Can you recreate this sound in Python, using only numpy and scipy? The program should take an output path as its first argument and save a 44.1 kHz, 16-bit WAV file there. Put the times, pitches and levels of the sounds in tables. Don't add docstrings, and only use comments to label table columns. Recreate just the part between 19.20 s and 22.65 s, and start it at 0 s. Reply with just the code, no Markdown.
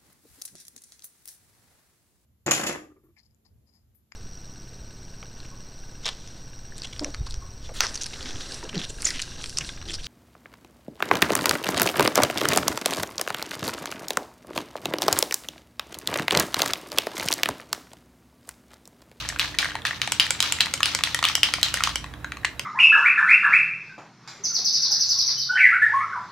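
import sys
import numpy as np
from scipy import signal
from scipy.io import wavfile

SR = 44100
rng = np.random.default_rng(int(sys.argv[2]) if len(sys.argv) > 2 else 0)


def volts_from_db(level):
    exponent = np.asarray(level, float) / 20
    return 10 ** exponent


def unload_wav(signal):
    wavfile.write(
        sys.argv[1],
        SR,
        np.round(np.clip(np.atleast_2d(signal).T, -1, 1) * 32767).astype(np.int16),
    )


N = 152145


def unit(x):
    return x / np.sqrt(np.mean(x ** 2) + 1e-20)


def at_hz(points, hz):
    table = np.array(points)
    return np.interp(np.log(hz), np.log(table[:, 0]), table[:, 1])


def sides(db):
    return volts_from_db(np.array([[db / 2], [-db / 2]]))


def drift(rate_hz):
    r = np.exp(-2 * np.pi * rate_hz * 40 / SR)
    white = rng.standard_normal(N // 40 + 2002)
    slow = signal.lfilter([1], [1, -2 * r, r * r], white)[2000:]
    return np.interp(np.arange(N) / 40, np.arange(len(slow)), unit(slow - slow.mean()))


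def resonate(x, hz, width_hz):
    r = np.exp(-np.pi * width_hz / SR)
    return signal.lfilter([1, 0, -1], [1, -2 * r * np.cos(2 * np.pi * hz / SR), r * r], x)


# (frequency [Hz], likeness [0-1])
LIKENESS = [(60, 0.8), (250, 0.8), (1000, 0.79), (4000, 0.37), (12000, 0.57)]


def bands(white, low_hz):
    edges = low_hz * 2 ** np.arange(0, np.log2(19000 / low_hz), 0.5)
    for k, (low, high) in enumerate(zip(edges, edges[1:])):
        band_pass = signal.butter(2, [low, high], "band", fs=SR, output="sos")
        mid, side = signal.sosfilt(band_pass, white[k % 2])
        hz = np.sqrt(low * high)
        alike = np.clip(at_hz(LIKENESS, hz), 0, 1)
        yield hz, np.sqrt(1 + alike) * mid + np.sqrt(1 - alike) * side * np.array([[1], [-1]])


# (frequency [Hz], level [dB per Hz])
TRAFFIC = [(40, -20), (80, -12.5), (190, -10.5), (320, -17), (560, -19), (1550, -21), (5000, -37.5),
           (16000, -43)]
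OUTSIDE_PAN_DB = -4


def traffic():
    air = 0
    for hz, band in bands(rng.standard_normal((2, 2, N)), low_hz=30.0):
        level = volts_from_db(at_hz(TRAFFIC, hz) + 1.06 * drift(1.13))
        air = air + band * level * sides(OUTSIDE_PAN_DB * min(1, 500 / hz))
    return volts_from_db(-45.5) * unit(air)


# (frequency [Hz], width [Hz], level [dB])
HUMS = [
    (119.7, 28.6, -50),
]


def hums_and_insect():
    insect = (3890, 60, -63)  # Hz, width Hz, dB
    out = 0
    for hz, width_hz, db in list(HUMS) + [insect]:
        once = resonate(rng.standard_normal(N), hz, width_hz)
        out = out + volts_from_db(db) * unit(resonate(once, hz, width_hz))
    return out


def machine():
    level = volts_from_db(-55 + 2.1 * drift(2.5))
    turn = 2 * np.pi * np.cumsum(296.2 + 0.57 * drift(0.81)) / SR
    return level * np.sqrt(2) * np.sin(turn)


# (time [s], firing rate [Hz], level [dB])
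RUMBLE = [
    (0, 60.2, -45),
    (.52, 55.5, -52),
    (.85, 54.72, -66),
    (2.11, 54.05, -56),
    (2.5, 56.1, -48),
    (2.75, 57.4, -42),
    (3.45, 64.8, -55),
]
# (time [s], firing rate [Hz], level [dB])
IDLE = [
    (0.0, 86.8, -53),
    (0.25, 79.6, -51),
    (0.6, 86.95, -53),
    (0.7, 81.7, -51.5),
    (2.73, 81.46, -48.5),
    (3.35, 71.9, -53.5),
    (3.45, 70.8, -54),
]


def engine(rows, second_db):
    s, hz, db = np.transpose(rows)
    t = np.arange(N) / SR
    turn = 2 * np.pi * np.cumsum(np.interp(t, s, hz)) / SR
    tone = np.sin(turn) + volts_from_db(second_db) * np.sin(2 * turn)
    return volts_from_db(np.interp(t, s, db)) * np.sqrt(2) * tone


def outside():
    tones = hums_and_insect() + machine()
    tones = tones + engine(RUMBLE, second_db=-8) + engine(IDLE, second_db=-5.5)
    return traffic() + tones * sides(OUTSIDE_PAN_DB)


# (frequency [Hz], level [dB per Hz])
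SLOSH = [(290, -100), (500, -20.5), (1250, -3.5), (2070, -4.5), (2930, -0.5), (4500, -1), (6500, -11),
         (8200, -18), (16000, -19)]
CAN_PAN_DB = 1.1


def slosh():
    drops_per_s, drop_spread_db, fizz_share = 1700, -0.5, 0.48
    t60_s, dulling, swell_share, swell_s = 0.12, 0.45, 0.52, 0.039

    kicks = np.full(N, 1e-9)
    kicks[0] = volts_from_db(-31)
    for s, *_, db in list(BASE) + list(TOP) + list(WALL):
        kicks[int(s * SR) + 40] = volts_from_db(db)

    landing = rng.random((2, 1, N)) < drops_per_s / SR
    drops = landing * volts_from_db(drop_spread_db * np.minimum(rng.exponential(1, (2, 1, N)), 5))
    white = rng.standard_normal((2, 2, N)) * (unit(drops) + fizz_share)

    q = np.exp(-1 / swell_s / SR)
    swell = signal.lfilter([np.e * (1 - q)], [1, -2 * q, q * q], kicks)
    together = drift(18.0)
    out, plain = 0, 0
    for hz, band in bands(white, low_hz=397.5):
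        r = volts_from_db(-60 * (hz / 3000) ** dulling / t60_s / SR)
        fall = signal.lfilter([1], [1, -r], kicks)
        band = band * volts_from_db(at_hz(SLOSH, hz) + 1.2 * together + 1.2 * drift(50))
        plain = plain + band
        out = out + band * (fall + swell_share * swell * min(1, 5000 / hz))
    return out / np.sqrt(np.mean(plain ** 2)) * sides(CAN_PAN_DB)


def blows(rows, modes, t60_s, spread, free_s, own_db, contact_s):
    damped_db, scatter_db, crack_db, crack_s = -9, 2, -5, 0.00044
    mode_pan_db, mode_lag_s, left_lag_s = 1.5, 0.000015, 0.00002
    t = np.arange(1024) / SR
    out = np.zeros((2, N + len(t)))
    side = np.array([[0.5], [-0.5]])
    damping = volts_from_db(damped_db) + (1 - volts_from_db(damped_db)) * np.exp(-(t / free_s) ** 4)
    press = 1 - np.exp(-t / contact_s)
    crack_band = signal.butter(2, [1200, 9460], "band", fs=SR)
    crack_fall = volts_from_db(crack_db) * np.exp(-t / crack_s) * 0.00012 / contact_s

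    for s, db, own_hz, tilt_db, *_ in rows:
        hz, level_db = np.repeat(np.transpose(list(modes) + [(own_hz, own_db)]), 7, axis=1)
        a, b, c, d = rng.standard_normal((4, len(hz)))
        hz = hz * (1 + spread * a * np.where(hz == own_hz, 0.4, 1))
        level_db = level_db + scatter_db * b + tilt_db * np.log2(hz / own_hz)
        gain = volts_from_db(level_db + side * mode_pan_db * c)[..., None]
        lag = (side * (mode_lag_s * d + left_lag_s))[..., None]
        phase = 2 * np.pi * hz[:, None] * (t + lag) + c[:, None]
        fall = volts_from_db(-60 * t / t60_s * (hz[:, None] / 3000) ** 0.7)
        ring = -np.sum(gain * np.sin(phase) * fall, axis=1) * damping * press
        noise = rng.standard_normal(len(t)) + 0.5 * rng.standard_normal((2, len(t)))
        crack = signal.lfilter(*crack_band, noise) * crack_fall
        i = int(s * SR)
        out[:, i:i + len(t)] += volts_from_db(db) * (ring / np.abs(ring).max() + crack)
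    return out[:, :N] * sides(CAN_PAN_DB)


# (time [s], peak level [dB], ring [Hz], tilt [dB/octave])
KNOCKS = [(0.05, -22.5, 1780, 1), (0.101, -19.5, 1880, 6), (0.124, -23.5, 1580, -11),
          (0.161, -20.5, 1540, 1), (0.188, -23, 2570, 15), (0.246, -16.5, 1740, 5),
          (0.343, -24.5, 1920, 2), (0.428, -9, 1770, 1.5), (0.445, -12.5, 1660, 8),
          (0.498, -24, 1810, 7), (0.5535, -13.5, 880, 5.5), (0.564, -23.5, 1750, 7),
          (0.668, -16, 2500, 13), (0.709, -14, 1880, 2), (0.731, -22, 2070, -1),
          (0.875, -10.5, 826, 7), (2.842, -20, 1065, 6.5), (2.938, -25, 1536, 4),
          (3.045, -16, 1530, 4.5), (3.12, -16.5, 1446, 6), (3.17, -24, 1130, 7), (3.233, -29, 1745, 3)]
# (time [s], peak level [dB], ring [Hz], tilt
# [dB/octave])
MORE_KNOCKS = [(1.066, -14.5, 1850, 10.5), (1.3865, -19.5, 2050, 9), (1.605, -11, 1243, 7.5),
               (1.789, -13.5, 1020, 7.5), (1.808, -17, 1200, 4), (1.873, -14.5, 2000, 2.5),
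               (1.99, -12, 1070, 8), (2.178, -21, 1920, -10), (2.384, -20, 2006, -13),
               (2.572, -13, 1880, 10), (2.606, -10, 1300, 4), (2.622, -18, 1200, 2), (2.673, -10, 1190, 6),
               (2.692, -17, 1094, 8)]
# (time [s], peak level [dB], strongest ring [Hz], tilt [dB/octave], slosh level [dB])
WALL = [
    (0.6515, -7.5, 1790, 6, -28.5),
    (2.027, -8, 1240, 5.5, -50),
    (3.247, -6.5, 1890, 4.5, -54),
]
# (time [s], peak level [dB], ring [Hz], tilt
# [dB/octave])
EXTRA_KNOCKS = [(0.2004, -10.5, 3930, 8.5), (0.2045, -13.5, 3470, 11), (0.2125, -13, 3600, 6),
                (0.228, -22, 2070, 3), (0.3485, -22.5, 1830, 6), (0.4195, -20, 2770, 15), (0.456, -16, 1900, -7),
                (0.4875, -22.5, 1710, -5), (0.5067, -21.5, 3100, 4), (0.5178, -24, 1600, 3.5),
                (0.5435, -33, 1980, 2), (0.5885, -28, 1790, 5), (0.6194, -27.5, 3410, 10), (0.6868, -23, 1660, 12),
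                (0.799, -30, 1836, 0), (1.0025, -6, 4800, 7), (1.1487, -23.5, 3290, 1), (1.1928, -25, 2216, 5),
                (1.255, -26, 2900, 0), (1.403, -16, 2630, 1), (1.4113, -7.5, 3880, 7), (1.423, -30, 3720, 13),
                (1.4345, -22, 2210, 3), (1.4585, -13.5, 1985, 11), (1.468, -15.5, 2100, -5),
                (1.5763, -24, 2990, 13), (1.670, -28, 8000, 10), (1.678, -23, 9800, 6), (1.823, -42, 2008, 8),
                (1.9728, -50, 3300, 6), (2.005, -38, 3240, 13), (2.047, -13.5, 1160, -1), (2.068, -19, 3050, 2),
                (2.078, -20, 1990, 4), (2.098, -16, 1290, 7), (2.2877, -17.5, 3990, -2), (2.3745, -32, 3350, 11),
                (2.4135, -22, 2040, 13), (2.426, -25.5, 1960, -21), (2.465, -24.5, 2000, -10),
                (2.4848, -16, 2960, 12), (2.862, -30.5, 1940, 8), (3.0537, -41, 2330, 0), (3.251, -9.5, 2450, 8.5)]
# (frequency [Hz], level [dB])
WALL_MODES = [(800, -15.5), (1100, -4.5), (1550, -62), (1950, -1), (2500, -4), (3100, -10), (3900, -8.5),
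              (5000, -27.5), (6300, -14.5), (8200, -17), (11000, -27.5)]


def ball_on_wall():
    rows = list(KNOCKS) + list(MORE_KNOCKS) + list(WALL) + list(EXTRA_KNOCKS)
    return blows(rows, WALL_MODES, t60_s=0.014, spread=0.09, free_s=0.004, own_db=3, contact_s=0.0004)


# (time [s], peak level [dB], strongest ring [Hz], tilt [dB/octave], slosh level [dB])
TOP = [(0.089, -9.5, 6230, 1.5, -43.5), (0.9205, -2.5, 2960, 0, -38.5), (1.1065, -1.5, 7460, -0.5, -36.5),
       (1.323, -2.5, 2790, 2, -40), (1.5385, -4.5, 8360, -1, -42.5), (1.749, -2.5, 5870, -0.5, -57),
       (1.946, -2, 1920, -0.5, -40.5), (2.153, -1, 2946, 1.5, -61), (2.338, -4.5, 2340, -2, -35.5),
       (2.541, -5, 7630, -1, -33.5), (2.757, -6, 3030, -1, -47), (3.395, -10.5, 2780, -2, -52)]
# (frequency [Hz], level [dB])
TOP_MODES = [(550, -13.5), (1000, -10.5), (1500, -5.5), (2250, 0), (3100, 3), (4950, 2.5), (5700, 3),
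             (6220, 4.5), (7460, 7), (8200, 0.5), (10100, 3), (13000, -7)]


def ball_on_shoulder():
    return blows(TOP, TOP_MODES, t60_s=0.018, spread=0.05, free_s=0.0035, own_db=2, contact_s=0.00012)


# (time [s], peak level [dB], strongest ring [Hz], tilt [dB/octave], slosh level [dB])
BASE = [(0.1955, -2, 3400, -5, -25), (0.387, 0, 3900, -0.5, -26), (0.817, -4.5, 2730, 2.5, -30.5),
        (0.998, 4.5, 3500, 3.5, -27.5), (1.007, -10.5, 3290, -7, -39), (1.204, 4, 3480, 11, -33.5),
        (1.226, -3.5, 3420, 12, -27.5), (1.4065, 2.5, 4300, 8.5, -27), (1.631, 3.5, 3000, -2.5, -34.5),
        (1.657, -4.5, 3200, 8, -27.5), (1.837, 0, 3360, 9.5, -26), (2.040, -2.5, 3000, -6, -24),
        (2.052, 0, 2560, -6, -56), (2.087, -3.5, 3660, 9.5, -74), (2.232, 4.5, 3000, 8.5, -26.5),
        (2.43, 5, 3200, 7, -26.5), (2.637, 0.5, 3000, 15, -28.5)]
# (frequency [Hz], level [dB])
BASE_MODES = [(550, -31), (1250, -18), (1850, 1), (2560, 11.5), (3000, 12), (3420, 17.5), (4040, 13),
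              (4800, 9), (6000, 5.5), (8250, 1), (11000, -11), (14000, -25)]


def ball_on_base():
    return blows(BASE, BASE_MODES, t60_s=0.013, spread=0.11, free_s=0.0024, own_db=0, contact_s=0.00012)


# (frequency [Hz], level [dB])
GARAGE_COLOUR = [(500, -3.5), (1100, -4.5), (2000, 1), (4000, 2.5), (8000, 0.5), (14000, -6)]


def garage(x):
    t60_s, dulling, gap_s = 0.23, 0.033, 0.00058
    t = np.arange(SR // 2) / SR
    tail = 0
    for hz, band in bands(rng.standard_normal((2, 2, len(t))), low_hz=191.3):
        fall_db = -60 * t * (hz / 3000) ** dulling / t60_s
        tail = tail + band * volts_from_db(at_hz(GARAGE_COLOUR, hz) + fall_db)
    tail = tail * np.clip(t / gap_s - 1, 0, 1)
    tail = tail / np.sqrt(np.sum(tail ** 2) / 2)
    return volts_from_db(-9) * signal.fftconvolve(x.mean(0)[None], tail, axes=1)[:, :N]


def scene():
    ball = ball_on_wall() + ball_on_shoulder() + ball_on_base()
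    ball = signal.sosfilt(signal.butter(3, 580, "high", fs=SR, output="sos"), ball)
    return outside() + slosh() + ball + garage(ball)


def low_pass(x):
    return signal.sosfilt(signal.butter(12, 16550, fs=SR, output="sos"), x)


def record(dry):
    ceiling = 1.3
    rounded = ceiling * np.tanh(dry / ceiling)
    cut = signal.sosfilt(signal.cheby2(10, 30, 16300, fs=SR, output="sos"), rounded)
    return low_pass(np.clip(cut, -1, 1))


dry = scene()
out = record(dry)
unload_wav(out)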